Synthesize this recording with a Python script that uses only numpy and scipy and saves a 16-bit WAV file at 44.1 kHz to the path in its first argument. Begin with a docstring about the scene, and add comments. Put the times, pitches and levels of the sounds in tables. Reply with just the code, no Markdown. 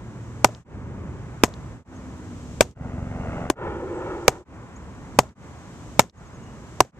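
"""Far traffic rumbles and rushes over an open park field, then eight pitches smack into a leather mitt.
Traffic, hiss and a low rumble are coloured noise, with sliding sines for far engines. Each catch sums damped
resonances and noise bursts, clips flat, and returns as a near reflection and a faint tick from across the field.
Small birds are gliding sines; a helicopter approaches as pulses and chopped wash, then roars overhead.
The sound runs in nine stretches, each with its own field levels, joined by short fades."""
import sys
import numpy as np
from scipy import signal
from scipy.fft import rfft, irfft
from scipy.io import wavfile
from scipy.ndimage import uniform_filter1d

SR = 44100
rng = np.random.default_rng(int(sys.argv[2]) if len(sys.argv) > 2 else 0)


def master(y):
    """Save y as 16-bit WAV."""
    cut = np.clip(np.atleast_2d(y).T, -1, 1)
    pcm = np.round(cut * 32767)  # scale
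    wavfile.write(sys.argv[1], SR, pcm.astype(np.int16))


N = 308259
TIME = np.arange(N) / SR
FAR_LAG_S = 0.00011  # far sounds reach the left port first


def undb(db):
    """Level law: decibels to an amplitude ratio."""
    return 10 ** (np.asarray(db) / 20)


def noise(colour, size, comb_s=0., comb=0.):
    """Spectral shaping: noise of rms 1 with a (frequency, level) colour; a delayed ground bounce may comb it."""
    hz = np.maximum(np.fft.rfftfreq(size, 1 / SR), 1)
    points, db = np.transpose(colour)
    rolloff = np.minimum(points[-1] / hz, 1) ** 3  # above the last point
    gain = undb(np.interp(np.log(hz), np.log(points), db)) * rolloff
    bounce = comb * np.exp(-2j * np.pi * hz * comb_s)
    gain = gain * np.abs(1 + bounce)
    x = irfft(rfft(rng.standard_normal(size)) * gain, size)
    return x / x.std()


def pair(colour, size, width, pan_db=0., comb_s=0., comb=0., lag_s=0.):
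    """Partial coherence: two ports share mid noise and differ by side noise; the right may hear it later."""
    mid = noise(colour, size, comb_s, comb)
    side = noise(colour, size, comb_s, comb)
    sign = np.array([[1], [-1]])
    both = (mid + width * sign * side) / np.hypot(1, width)
    left, right = both * undb(sign * pan_db / 2)  # positive pan favours the left
    return np.array([left, np.roll(right, round(lag_s * SR))])


def decay(t, t60):
    """Exponential damping: a fall of 60 dB in t60 seconds, silent before t = 0."""
    return (t >= 0) * np.exp(-np.log(1000) * np.maximum(t, 0) / t60)


def mode(t, hz, t60):
    """Free vibration: one damped resonance."""
    return np.sin(2 * np.pi * hz * t) * decay(t, t60)


def add(out, start, x):
    """Superposition: mix x into out from a given time [s] on."""
    i = max(int(start * SR), 0)
    out[:, i:i + x.shape[-1]] += x[..., :N - i]


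def glide(length, first_hz, last_hz):
    """Frequency modulation: a sine of rms 1 whose phase accumulates a linearly sliding pitch."""
    hz = np.linspace(first_hz, last_hz, int(length * SR))
    return np.sqrt(2) * np.sin(2 * np.pi * np.cumsum(hz) / SR)


def walk(rate):
    """Random fluctuation: values drawn at a rate [Hz], smoothed twice, with standard deviation 1."""
    k = int(SR / rate)
    steps = np.repeat(rng.standard_normal(N // k + 1), k)
    x = uniform_filter1d(uniform_filter1d(steps, k), k)[:N]
    return x / x.std()


# hum of far engines, sinking as they pass:
# (start [s], end [s], first pitch [Hz], last pitch [Hz], level [dB])
ENGINE_HUMS = [(0, 0.658, 119.5, 115.7, -40), (0, 0.285, 359, 346, -51), (.66, 1.84, 121, 118.8, -45.5),
               (1.861, 2.74, 329, 271.2, -49), (1.858, 2.736, 260.2, 238.7, -47.5)]


def engines():
    """Gliding tones: far engines hum as sines that sink in pitch and waver in level."""
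    out = np.zeros((2, N))
    for start, end, first_hz, last_hz, db in ENGINE_HUMS:
        tone = glide(end - start, first_hz, last_hz)
        waver = undb(1.7 * walk(10))[:len(tone)]
        add(out, start, undb(db) * tone * waver * signal.windows.tukey(len(tone), .1))
    return out


# stretches of the field: (start [s], mean rumble level [dB], hiss level at the start [dB])
STRETCHES = [(-.2, -39, -63.5), (0.643, -36.5, -66.5), (1.843, -35.5, -60.5), (2.746, -37, -63),
             (3.551, -39.5, -62.5), (4.446, -39.5, -64.5), (5.347, -40.5, -60), (6.118, -43, -62),
             (6.916, -40, -66)]
# colours of traffic rumble, traffic rush and thin hiss: (frequency [Hz], level [dB])
RUMBLE_COLOUR = [(20, -23), (40, -10.5), (62, 2), (115, -1), (160, -3.5), (250, -6.5), (380, -13.5),
                 (600, -20.5), (1500, -76.5)]
TRAFFIC_COLOUR = [(60, -13), (300, -1.5), (450, 0.5), (650, 0.5), (1000, 3), (1500, -3), (2200, -8.5),
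                  (3300, -20), (5000, -30), (12000, -46)]
HISS_COLOUR = [(1500, -7), (3000, -0.5), (4700, -5), (6400, 1), (7800, -0.5), (9000, -11.5), (10500, -17),
               (14000, -21), (15000, -45)]
TRAFFIC_DB, LOW_RUMBLE_DB = -48.5, -56.5  # means of drifting levels
HISS_SWELL_DB_PER_S, HISS_SWELL_S = 9, .8


def field(stretch, age):
    """Diffuse ambience: drifting noise makes traffic and low rumble; a thin hiss swells from each stretch's start."""
    _, rumble_db, hiss_db = np.array(STRETCHES)[stretch].T
    rumble = undb(rumble_db + 1.7 * walk(6.5)) * pair(RUMBLE_COLOUR, N, width=0.19, pan_db=-0.6)
    rush = pair(TRAFFIC_COLOUR, N, width=0.31, pan_db=-0.3, lag_s=FAR_LAG_S)
    traffic = undb(TRAFFIC_DB + 1.2 * walk(2.1)) * rush
    hiss_level_db = hiss_db + HISS_SWELL_DB_PER_S * np.minimum(age, HISS_SWELL_S)
    hiss = undb(hiss_level_db) * pair(HISS_COLOUR, N, width=0.92, pan_db=1.0, lag_s=FAR_LAG_S)
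    # low rumble, almost separate at each port
    low_rumble_colour = [(15, -8), (35, 3.5), (80, 3.0), (200, -11.0), (600, -37.5), (2000, -61.5)]
    low_rumble = undb(LOW_RUMBLE_DB + 2.3 * walk(4.1)) * pair(low_rumble_colour, N, width=1.7)
    return rumble + traffic + hiss + low_rumble + engines()


# catches: (time [s], force [dB], pocket pitch [Hz], slap pitch [Hz], web snap pitch [Hz], palm thump pitch [Hz],
# thump re force [dB], slap re force [dB], sizzle gain [dB], far echo gain [dB])
MITT_CATCHES = [ (0.445, 18, 631, 824, 1254, 237, -17, 2, -22, -36.5),
                (1.4358, 13.5, 459, 853, 2416, 223, -10.5, -7, -17.5, -36.5),
                (2.6078, 17, 572, 800, 2383, 189, -27, -12, -17.5, -40.5),
                (3.5, 19, 373, 730, 1320, 270, -6, -9.5, -23, -58),
                (4.2802, 16, 509, 783, 2356, 435, -13, -11, -22, -47),
                (5.1886, 19, 566, 772, 1238, 419, -28, -7, -21.5, -50),
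                (5.9935, 19.5, 846, 597, 2223, 173, -19, -2, -14, -28.5),
                (6.8046, 17.5, 753, 1014, 1455, 348, -12.5, 1.5, -25, -48.5)]
# ring of the leather shell: (mean frequency [Hz], level before RING_DB [dB], 60 dB decay time [s])
SHELL_MODES = [(125, -14, 0.056), (246.5, -23.5, 0.053), (400, -22, 0.069), (630, -19, 0.042),
               (725, -14, 0.045), (984, -18, 0.042), (1364, -24, 0.018), (2790, -19.5, 0.013)]
# colours of the first crack and of the sizzle after it: (frequency [Hz], level [dB])
CRACK_COLOUR = [(150, -8), (900, 13.5), (2200, 0), (3800, -9.5), (6500, 1), (9000, -13.5), (15000, -24.5)]
SIZZLE_COLOUR = [(200, -4), (900, 6.5), (2000, -1.5), (4400, -7), (6700, 2), (8000, -1), (9800, -17.5),
                 (14000, -15)]
THUMP_T60_S, POCKET_T60_S = 0.018, 0.0086
SNAP_DB, CRACK_DB = -8.5, -5  # against the force
RING_DB, RING_DELAY_S, RING_SPREAD = -1, .0035, 0.033  # spread is a fraction of each pitch
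NEAR_DB, NEAR_S, ECHO_S = -30.5, .0435, .1035  # reflection from close by; delays after the catch
PORT_LAG_S = .00005  # the mitt is slightly to the right


def catches():
    """Impact excitation: the ball squeezes air from the pocket, thumps the palm and rings leather and laces."""
    out, size = np.zeros((2, N)), SR // 5
    t = np.arange(size) / SR
    ports = t - np.array([[PORT_LAG_S], [0]])
    lean = undb(0.55 * np.array([[1], [-1]]))  # the pocket is louder at the right port, the slap at the left
    near_colour = [(150, -13.0), (600, 11.5), (1200, -14.5), (3000, -24.5), (6500, -20.5), (10000, -37)]
    far_colour = [(400, -14), (1500, -8), (3200, 18.0), (6500, 15.0), (9000, -31), (14000, -33)]
    for (start, force_db, pocket_hz, slap_hz, snap_hz, thump_hz,
         thump_db, slap_db, sizzle_db, echo_db) in MITT_CATCHES:
        pocket = mode(ports, pocket_hz, POCKET_T60_S) / lean
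        slap = undb(slap_db) * mode(ports, slap_hz, POCKET_T60_S)
        snap = undb(SNAP_DB) * mode(ports, snap_hz, POCKET_T60_S)
        leather = lean * (slap + snap)
        thump = undb(thump_db) * mode(ports, thump_hz, THUMP_T60_S)
        crack = undb(CRACK_DB) * pair(CRACK_COLOUR, size, width=0.63, pan_db=2.5) * decay(t, 0.011)
        # the shell rings once the ball has sunk in, flexed a little differently at every catch
        ring = np.zeros((2, size))
        for hz, db, t60 in SHELL_MODES:
            flexed_hz = hz * (1 + RING_SPREAD * rng.standard_normal())
            ring += undb(db + RING_DB) * mode(ports - RING_DELAY_S, flexed_hz, t60)
        fall = decay(t, 0.064) + undb(-38) * decay(t, 0.39)  # quick fall with a faint tail
        sizzle = undb(sizzle_db) * pair(SIZZLE_COLOUR, size, width=0.3, pan_db=4.5) * fall
        sizzle = sizzle * undb(3.2 * walk(500)[:size])  # laces and web flap unevenly
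        add(out, start, undb(force_db) * (pocket + leather - thump + crack) + ring + sizzle)
        # a near reflection keeps its body; the far one comes back as a thin tick
        near = pair(near_colour, size, width=.3) * np.tanh(t / 0.00075) * decay(t, 0.04)
        add(out, start + NEAR_S, undb(NEAR_DB) * near)
        far = pair(far_colour, size, width=0.24) * decay(t, 0.011)
        add(out, start + ECHO_S, undb(echo_db) * far)
    return out


# bird calls: (time [s], number of notes, note length [s], first pitch [Hz], last pitch [Hz],
# level before buzz and swell [dB])
BIRD_CALLS = [(1.95, 1, 0.03, 6160, 6660, -61), (3.88, 1, .17, 8160, 7400, -65),
              (4.755, 1, 0.025, 5940, 7850, -52), (5.58, 1, .045, 6750, 6200, -61),
              (6.16, 4, 0.043, 7070, 6100, -63), (6.324, 1, 0.27, 2805, 2920, -66.5)]
NOTE_EVERY_S = .086


def birds():
    """Amplitude-modulated glides: thin, slightly buzzy notes from the trees, alone or in an even run."""
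    out = np.zeros((2, N))
    for start, count, length, first_hz, last_hz, db in BIRD_CALLS:
        note = glide(length, first_hz, last_hz)
        for k in range(round(count)):
            buzz = 1 + .7 * walk(300)[:len(note)]
            add(out, start + k * NOTE_EVERY_S, undb(db) * note * buzz * np.hanning(len(note)))
    return out


# colours of the approaching wash, the wash overhead and the low roar overhead: (frequency [Hz], level [dB])
APPROACH_COLOUR = [(60, 9), (200, 5.5), (350, 5.5), (700, 2), (1400, -5.5), (2100, -12.5), (3000, -19.5),
                   (5000, -59)]
OVERHEAD_COLOUR = [(300, 4), (560, 4), (950, 3), (1400, -2), (2200, -14.5), (3300, -21.5), (6000, -51)]
ROAR_COLOUR = [(150, -22.5), (270, -12.5), (350, 9), (420, -5), (520, -0.5), (700, -24.5), (1500, -56.5)]
# wash overhead, before the blades modulate it: (time [s], level [dB])
OVERHEAD_LEVEL = [(3.66, -30), (3.85, -40.5), (4.1, -31.5), (4.25, -41.5)]
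BLADE_HZ, BLADE_PASS_S, TAIL_ROTOR_HZ = 23.2, 2.9853, 82.5
# approaching: the blades thud evenly while the wash steps up (wash levels before modulation)
THUD_DB, TAIL_HUM_DB = -33, -41
WASH_FAR_DB, WASH_NEAR_DB, NEARING_S, NEARING_TAKES_S = -41, -31, 3.19, 0.12
# overhead: the roar peaks as it passes and falls away on either side
PASSES_S, ROAR_DB, ROAR_FALL_DB_PER_S = 3.91, -31.5, 15.5


def helicopter(stretch):
    """Blade-passage modulation: thuds and wash approach, then roar and wash pass; ground bounce combs the wash."""
    from_blade = (((TIME - BLADE_PASS_S) * BLADE_HZ + .5) % 1 - .5) / BLADE_HZ  # seconds to the nearest pass
    # each blade sends a push of pressure flanked by dips
    thud = np.cos(2 * np.pi * 108 * from_blade - .3) * np.exp(-(from_blade / 0.0037) ** 2)
    thuds = undb(THUD_DB + 0.65 * walk(25)) * thud / thud.std()
    swish = 1 + 0.13 * np.cos(2 * np.pi * BLADE_HZ * from_blade)
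    # the small tail rotor chops the wash much faster and hums on its third harmonic
    chop = 1 + .5 * np.cos(2 * np.pi * TAIL_ROTOR_HZ * TIME)
    hum = undb(TAIL_HUM_DB) * np.sqrt(2) * np.sin(2 * np.pi * 3 * TAIL_ROTOR_HZ * TIME)
    nearness = (1 + np.tanh((TIME - NEARING_S) / NEARING_TAKES_S)) / 2
    wash_gain = undb(WASH_FAR_DB + (WASH_NEAR_DB - WASH_FAR_DB) * nearness) * swish * chop
    wash = wash_gain * pair(APPROACH_COLOUR, N, width=.1, comb_s=.00146, comb=.45, lag_s=FAR_LAG_S)
    coming = thuds + hum + wash

    roar_gain = undb(ROAR_DB - ROAR_FALL_DB_PER_S * np.abs(TIME - PASSES_S))
    roar = roar_gain * pair(ROAR_COLOUR, N, width=0.12)
    wash_gain = undb(np.interp(TIME, *np.transpose(OVERHEAD_LEVEL))) * swish
    wash = wash_gain * pair(OVERHEAD_COLOUR, N, width=.1, comb_s=.0022, comb=.55, lag_s=FAR_LAG_S)
    above = roar + wash
    return coming * (stretch == 3) + above * (stretch == 4)  # stretches count from 0


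def timeline():
    """Segmentation: each sample's stretch, the time since that stretch began and the time until it ends."""
    starts = np.array(STRETCHES)[:, 0]
    stretch = np.searchsorted(starts, TIME) - 1
    ends = np.append(starts[1:], np.inf)
    return stretch, TIME - starts[stretch], ends[stretch] - TIME


def scene():
    """Superposition: the mitt in front of everything far away."""
    stretch, age, _ = timeline()
    return field(stretch, age) + catches() + birds() + helicopter(stretch)


FADE_OUT_S, FADE_IN_S = 0.12, 0.1
CLIP_LEVEL, BASS_CUT_HZ, TOP_HZ = .83, 40, 14400


def record(dry):
    """Overload and band-limiting: loud pops clip flat, deep bass and top are cut, and stretches fade."""
    _, age, left = timeline()
    fade = np.clip(np.minimum(age / FADE_IN_S, left / FADE_OUT_S), .02, 1)
    clipped = np.clip(dry, -CLIP_LEVEL, CLIP_LEVEL)
    bass_cut = signal.butter(1, BASS_CUT_HZ, "high", fs=SR, output="sos")
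    thinned = signal.sosfilt(bass_cut, clipped)
    top_cut = signal.ellip(8, .1, 50, TOP_HZ, fs=SR, output="sos")
    return signal.sosfiltfilt(top_cut, thinned * fade)


dry = scene()
out = record(dry)
master(out)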